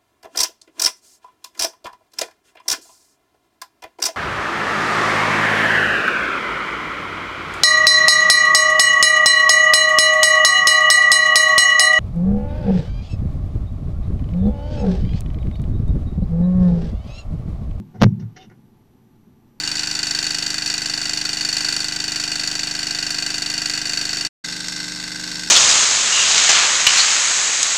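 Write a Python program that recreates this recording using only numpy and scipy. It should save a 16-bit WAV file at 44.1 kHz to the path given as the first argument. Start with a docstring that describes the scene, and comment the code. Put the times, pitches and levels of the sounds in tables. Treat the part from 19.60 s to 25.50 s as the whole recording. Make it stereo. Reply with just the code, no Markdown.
"""A small hot air engine runs at about 25 turns a second on a wooden table, heard first from close by.
Three times a turn the play in its linkage knocks against the metal frame; the hardest knocks make a
rod ring, and the swinging masses make the base hum. It pushes harder for two seconds, then eases.
At 4.7 s a short silence falls, and then the engine is heard from a step away, its knocks softer."""
import sys
import numpy as np
from scipy.fft import rfft, irfft, next_fast_len
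from scipy.io import wavfile
from scipy.ndimage import uniform_filter1d

SR = 44100
rng = np.random.default_rng(int(sys.argv[2]) if len(sys.argv) > 2 else 0)


def master(y):
    """Save y as 16-bit WAV."""
    cut = np.clip(np.atleast_2d(y).T, -1, 1)
    pcm = np.round(cut * 32767)  # scale
    wavfile.write(sys.argv[1], SR, pcm.astype(np.int16))


N = 260190


def engine_close():
    """Right above the crank the knocks are sharp and the rod rings loudly."""
    # crank position: (time [s], turns completed)
    crank = [(-.0437, -2), (2.0059, 50), (4.7273, 119)]
    # how hard the engine pushes: (time [s], effort [dB])
    effort = [(0, -1.8), (1.2, 0.1), (1.72, 0), (2.13, 2), (2.26, -3), (2.85, 0), (3.05, -2.5), (3.3, -1.8),
              (4.67, -1.3)]
    # the knocks of one turn, levels relative: (crank angle [turns], level [dB], base rise [s],
    # base t60 [s], first contact [dB], scrape before it [dB], rod ring [dB], scatter [dB])
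    knocks = [(0, 1.5, 0.0014, 0.054, -2.5, -16, 0, 0.8), (.385, -7, 0.0023, 0.099, -2, 2, -6.6, 3),
              (0.701, -9, 0.00024, 0.057, 0, -40.5, -37.5, 1)]
    # overall colour of the knocks: (frequency [Hz], relative level [dB])
    slope = [(30, -17), (80, -17), (300, -11), (500, -15.5), (1100, -15), (1500, -9.5), (3300, -16),
             (5500, -0.5), (8200, -1.5), (9100, -12.5), (11500, -18.5), (12900, -24.5), (15400, -28.5)]
    # resonances of the metal frame: (frequency [Hz], width [Hz], boost [dB])
    modes = [(767, 510, 6), (1527, 343, 10.5), (1950, 184, 11), (2512, 367, 14), (2842, 223, 15),
             (3164, 146, 10.5), (3554, 183, 10), (3905, 610, 11.5), (4663, 310, 13.5), (5360, 490, 5),
             (5845, 400, 5.5), (6810, 270, 7), (7230, 320, 5), (10520, 160, 5.5)]
    # hum of base and frame: (multiple of crank speed, relative level [dB])
    orders = [(1, -48), (2, -62.5), (3, -61), (4, -55.6), (5, -52.5), (6, -50.5), (7, -48.5), (8, -55.5),
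              (9, -62.5), (10, -51), (11, -61), (12, -44), (13, -65.5), (14, -59.5), (15, -54), (16, -60.5),
              (25, -65.5), (28, -52.5), (32, -60), (33, -58), (35, -56.5), (38, -60), (43, -56.5),
              (55, -52), (61, -51), (62, -42), (66, -46), (69, -46), (78, -53.5), (80, -44.5)]
    # stereo balance: (frequency [Hz], left minus right [dB])
    balance = [(60, -1.5), (99, 1.5), (160, -2.5), (270, -0.5), (450, -3), (740, -0.5), (1220, 1.0),
               (2010, -0.5), (3330, 0.0), (5500, -0.5), (9080, -16), (15000, -2.5)]
    blows = strikes(crank, effort, knocks)
    shake = shaking(blows, quick=1, scrape_db=-10, jitter_s=.00015)
    knocking = clatter(blows, shake, slope, modes, grain=0.19, linger=1.395, quick=1.7,
                       rub=0.47, drift=0.52)
    ringing = rod(blows, ring_hz=4489, detune=0.0048, rise_s=0.0011, free_s=0.012, phase_spread=0.52)
    humming = hum(crank, orders, shake, waver=0.5, pulsing=1.0)
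    return microphones(amp(-24) * knocking + amp(-13) * ringing + amp(0.27) * humming, balance)


def engine_wide():
    """From a step away the knocks are softer and the table's hum stands out."""
    # columns and units as in engine_close
    crank = [(4.7662, -2), (5.9521, 28)]  # crank position
    effort = [(4.84, -0.7), (5.9, 0.61)]  # how hard the engine pushes
    knocks = [(-.003, 3.5, 0.0013, 0.05, -3.5, -9, -0.5, 0.76),
              (0.389, -3.5, 0.0017, 0.08, -5, -0.5, -8, 1.1),
              (0.701, -2.5, 0.00045, .046, -3, -16, -22, 1.1)]  # the knocks of one turn
    slope = [(30, -9), (80, -13), (300, -10), (500, -10.5), (1100, -11), (1500, -9), (3300, -12),
             (5500, -1.5), (8200, -2), (9100, -16.5), (11500, -21.0), (12900, -26), (15400, -34)]  # their overall colour
    modes = [(1604, 320, 8.9), (2010, 200, 8.5), (2570, 210, 8.3), (2795, 130, 9.6), (3140, 140, 5.2),
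             (3586, 250, 11.3), (3960, 320, 10), (4590, 700, 10.1), (5380, 150, 9.4), (5660, 380, 4.4),
             (6660, 170, 6.9), (7200, 120, 3), (10300, 160, 3.7)]  # frame resonances
    orders = [(1, -53.5), (2, -56.5), (3, -70.5), (4, -66), (5, -52.5), (6, -54.5), (7, -43), (8, -55),
              (9, -54), (10, -50.5), (11, -77), (12, -43.5), (13, -81), (14, -62), (15, -66), (16, -60),
              (20, -60), (28, -61), (33, -81), (34, -59.5), (59, -45.5), (61, -44.5), (62, -43), (67, -55),
              (78, -52), (81, -46)]  # hum of base and frame
    balance = [(60, 0), (110, -0.5), (200, -2), (380, -0.5), (700, -0.5), (1290, -0.5), (2380, -1),
               (4400, 2), (8120, -12.5), (15000, -4)]  # stereo balance
    blows = strikes(crank, effort, knocks)
    shake = shaking(blows, quick=0.97, scrape_db=-0.5, jitter_s=0.00019)
    knocking = clatter(blows, shake, slope, modes, grain=0.27, linger=1.43, quick=1.2,
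                       rub=0.72, drift=0.17)
    ringing = rod(blows, ring_hz=4406, detune=0.0042, rise_s=0.0013, free_s=0.012, phase_spread=0.62)
    humming = hum(crank, orders, shake, waver=-0.9, pulsing=1.16)
    return microphones(amp(-27.5) * knocking + amp(-23.5) * ringing + amp(-0.54) * humming, balance)


def strikes(crank, effort, knocks):
    """The linkage knocks at set crank angles; strength follows effort and surges by chance."""
    surge_depth_db, surge_turns = 0.8, 2.7
    effort_response = (1, 1.9, 1)  # dB per dB: the loose return stroke reacts most
    seconds, turns = np.transpose(crank)
    whole = np.arange(turns[0], turns[-1])
    count = np.arange(len(whole))
    surge_db = surge_depth_db * np.interp(count / surge_turns, count, rng.standard_normal(len(whole)))
    blows = []
    for (angle, *knock, scatter_db), response in zip(knocks, effort_response):
        times = np.interp(whole + angle, turns, seconds)
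        stroke_db = response * (curve(effort, times) + surge_db)
        sizes = amp(stroke_db + scatter_db * rng.standard_normal(len(times)))
        blows.append((times, sizes, knock))
    return blows


def shaking(blows, quick, scrape_db, jitter_s):
    """Envelope of all knocks: the joint slides, makes first contact, then chatters and settles."""
    lead = SR // 150
    t = np.arange(-lead, SR // 12) / SR
    after = np.maximum(t, 0)
    power = np.zeros(N)
    for times, sizes, (db, rise, t60, contact_db, slide_db, _) in blows:
        slide = amp(slide_db + scrape_db) * np.exp(-(t / 0.0031) ** 2)
        contact = amp(contact_db) * (1 - np.exp(-after / .0009)) * np.exp(-after / 0.0028)
        settle = (1 - np.exp(-after * quick / rise)) * amp(-60 * after * quick / t60)
        shape = np.sqrt(slide ** 2 + contact ** 2 + settle ** 2)
        starts = times - lead / SR + jitter_s * rng.standard_normal(len(times))
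        power += place(starts, (amp(db) * sizes[:, None] ** 0.48 * shape) ** 2)
    return np.sqrt(power / np.mean(power[power > 0]))


def clatter(blows, shake, slope, modes, grain, linger, quick, rub, drift):
    """Each knock sounds through the frame: a body that repeats and a chatter that never does."""
    # part of a knock that is alike on every turn: (frequency [Hz], power share [0-1])
    repeat = [(100, 0.2), (380, 0.1), (500, 0.78), (1500, 0.35), (2800, 0.26), (4500, 0.26), (6500, 0),
              (10000, 0.07)]
    # likeness of the chatter left and right: (frequency [Hz], correlation [0-1])
    alike = [(200, 0.93), (1400, 0.76), (3100, 0.62), (5000, 0.25), (7000, 0.48), (14000, 0.43)]
    share = lambda hz: along(repeat, hz)
    spread = lambda hz: np.arccos(along(alike, hz)) / 2
    mid_side = lambda hz: np.array([np.cos(spread(hz)), np.sin(spread(hz))])
    active_rms = np.sqrt(np.mean(shake > 0))
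    body = active_rms * knock_body(blows, linger, drift)
    rubbing = active_rms * unit(shake ** rub)
    ticks = shaking(blows, quick, scrape_db=-3.5, jitter_s=.00015)
    grit = chatter(rubbing, shake, ticks, grain)
    mid, side = filtered(grit, lambda hz: np.sqrt(1 - share(hz)) * mid_side(hz))
    mid = mid + filtered(body, lambda hz: np.sqrt(share(hz)))
    return filtered(np.array([mid + side, mid - side]), lambda hz: frame(slope, modes, hz))


def knock_body(blows, linger, drift):
    """The low, repeating part of a knock builds up slowly and rings longer in the frame."""
    t = np.arange(SR // 12) / SR
    body = np.zeros(N)
    for times, sizes, (db, rise, t60, *_) in blows:
        shape = amp(db - 60 * t / (t60 * linger)) * (1 - np.exp(-t / (rise + 0.00084)))
        # the point of contact wanders over a second or so, and the overtones with it
        wander = drift * smooth_noise(len(times), span=24)[:, None]
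        train = np.cos(wander) * echoes(shape) + np.sin(wander) * echoes(shape)
        body += place(times, sizes[:, None] ** 0.5 * train)
    return unit(body)


def chatter(rubbing, shake, ticks, grain):
    """Tiny contacts make grit: rubbing joints in the mids, knocks in the treble, brief ticks on top."""
    contacts = np.exp(grain * smooth_noise(N, span=40))

    def grit(envelope, band):
        noise = envelope * contacts * rng.standard_normal((2, N))
        return filtered(noise, lambda hz: np.sqrt(band(hz)))

    above = lambda hz, edge_hz: 1 / (1 + (edge_hz / (hz + 1)) ** 8)
    mids = lambda hz: 1 - above(hz, 3530)
    top = lambda hz: above(hz, 7800)
    treble = lambda hz: (1 - mids(hz)) * (1 - top(hz))
    return grit(rubbing, mids) + grit(shake, treble) + grit(ticks, top)


def echoes(shape):
    """A colourless train of dense reflections that dies away along shape."""
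    train = shape * rng.standard_normal(len(shape))
    for _ in range(4):  # flatten the spectrum and restore the envelope in turn
        train = irfft(np.exp(1j * np.angle(rfft(train))), len(shape))
        train *= shape / np.sqrt(np.abs(uniform_filter1d(train ** 2, size=128)) + 1e-12)
    return train


def frame(slope, modes, hz):
    """The metal frame's response, of mean power 1: resonances on a broad slope."""
    peaks_db = sum(db / (1 + (2 * (hz - centre) / width) ** 2) for centre, width, db in modes)
    return causal(unit(amp(along(slope, hz) + peaks_db)))


def rod(blows, ring_hz, detune, rise_s, free_s, phase_spread):
    """A struck rod rings for a few milliseconds, until the bearing takes up its play and damps it."""
    t = np.arange(SR // 50) / SR
    out = np.zeros(N)
    for times, sizes, (*_, ring_db) in blows:
        pitch, length, phase = rng.standard_normal((len(times), 3)).T[:, :, None]
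        damped_at = free_s * np.exp(length / 6)
        shape = (1 - np.exp(-t / rise_s)) * np.exp(-(t / damped_at) ** 4 - t / .012)
        tone = np.sin(2 * np.pi * ring_hz * (1 + detune * pitch) * t + phase_spread * phase)
        out += place(times, amp(ring_db) * sizes[:, None] ** 0.79 * shape * tone)
    return out


def hum(crank, orders, shake, waver, pulsing):
    """The swinging masses shake base and frame at whole multiples of the crank speed."""
    t = np.arange(N) / SR
    angle = 2 * np.pi * curve(crank, t)
    knots = np.arange(0, N / SR + 1, 1 / 10)
    # tones above the 50th order belong to the frame and swell with every knock
    swell = np.abs(uniform_filter1d(shake, size=128)) ** pulsing
    out = np.zeros(N)
    for order, db in orders:
        waver_db = waver * np.sqrt(order / 10) * rng.standard_normal(len(knots))
        level = np.interp(t, knots, amp(db + waver_db))
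        tone = np.sqrt(2) * level * np.sin(order * angle + 2 * np.pi * rng.random())
        out += tone * swell if order > 50 else tone
    return out


def microphones(x, balance):
    """The engine stands to the right: the left side gets less top end, and gets it later."""
    # phase between the sides: (frequency [Hz], lead of the left [rad])
    left_lead = [(100, 0), (1500, -.1), (3400, -0.1), (4100, -1.6), (4500, -0.51), (5600, -1.42),
                 (6500, -2.04), (8500, -1.17), (14000, -0.48)]

    def pair(hz):
        ratio = amp(along(balance, hz))
        lead = np.exp(.5j * along(left_lead, hz))
        return np.array([ratio * lead, 1 / lead]) * np.sqrt(2 / (1 + ratio ** 2))
    return filtered(x, pair)


def amp(db):
    """Decibels to gain."""
    return 10 ** (np.asarray(db) / 20)


def unit(x):
    """x at rms 1."""
    return x / np.sqrt(np.mean(x ** 2) + 1e-20)


def smooth_noise(count, span):
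    """Noise averaged over span values, at rms 1."""
    return unit(uniform_filter1d(rng.standard_normal(count), size=span))


def along(points, hz):
    """(Hz, value) points read on a log axis."""
    freqs, values = np.transpose(points)
    return np.interp(np.log(hz + 1), np.log(freqs + 1), values)


def curve(points, times):
    """(s, value) points read at the given times."""
    return np.interp(times, *np.transpose(points))


def filtered(x, response):
    """x through a complex response of frequency."""
    size = 2 * next_fast_len(N // 2 + SR // 8)
    return irfft(rfft(x, size) * response(np.fft.rfftfreq(size, 1 / SR)), size)[..., :N]


def causal(gain):
    """The response with this gain that rings only after a blow."""
    cepstrum = irfft(np.log(np.maximum(gain, 1e-6)))
    cepstrum[1:len(cepstrum) // 2] *= 2
    cepstrum[len(cepstrum) // 2 + 1:] = 0
    return np.exp(rfft(cepstrum))


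def place(times, sounds):
    """The sum of short sounds (rows), each starting at its time."""
    at = np.round(times * SR).astype(int)[:, None] + np.arange(sounds.shape[1])
    inside = (at >= 0) & (at < N)
    return np.bincount(at[inside], sounds[inside], N)


def scene():
    """The close position, a short silence, then the farther one."""
    # a fader for each position: (time [s], gain [0-1])
    close_fader = [(0, 1), (4.672, 1), (4.677, .15), (4.69, 0)]
    wide_fader = [(4.839, 0), (4.845, 1)]
    t = np.arange(N) / SR
    return curve(close_fader, t) * engine_close() + curve(wide_fader, t) * engine_wide()


def record(dry):
    """A steep low-pass takes off the very top."""
    top_hz = 15750
    return filtered(dry, lambda hz: 1 / np.sqrt(1 + (hz / top_hz) ** 160))


dry = scene()
out = record(dry)
master(out)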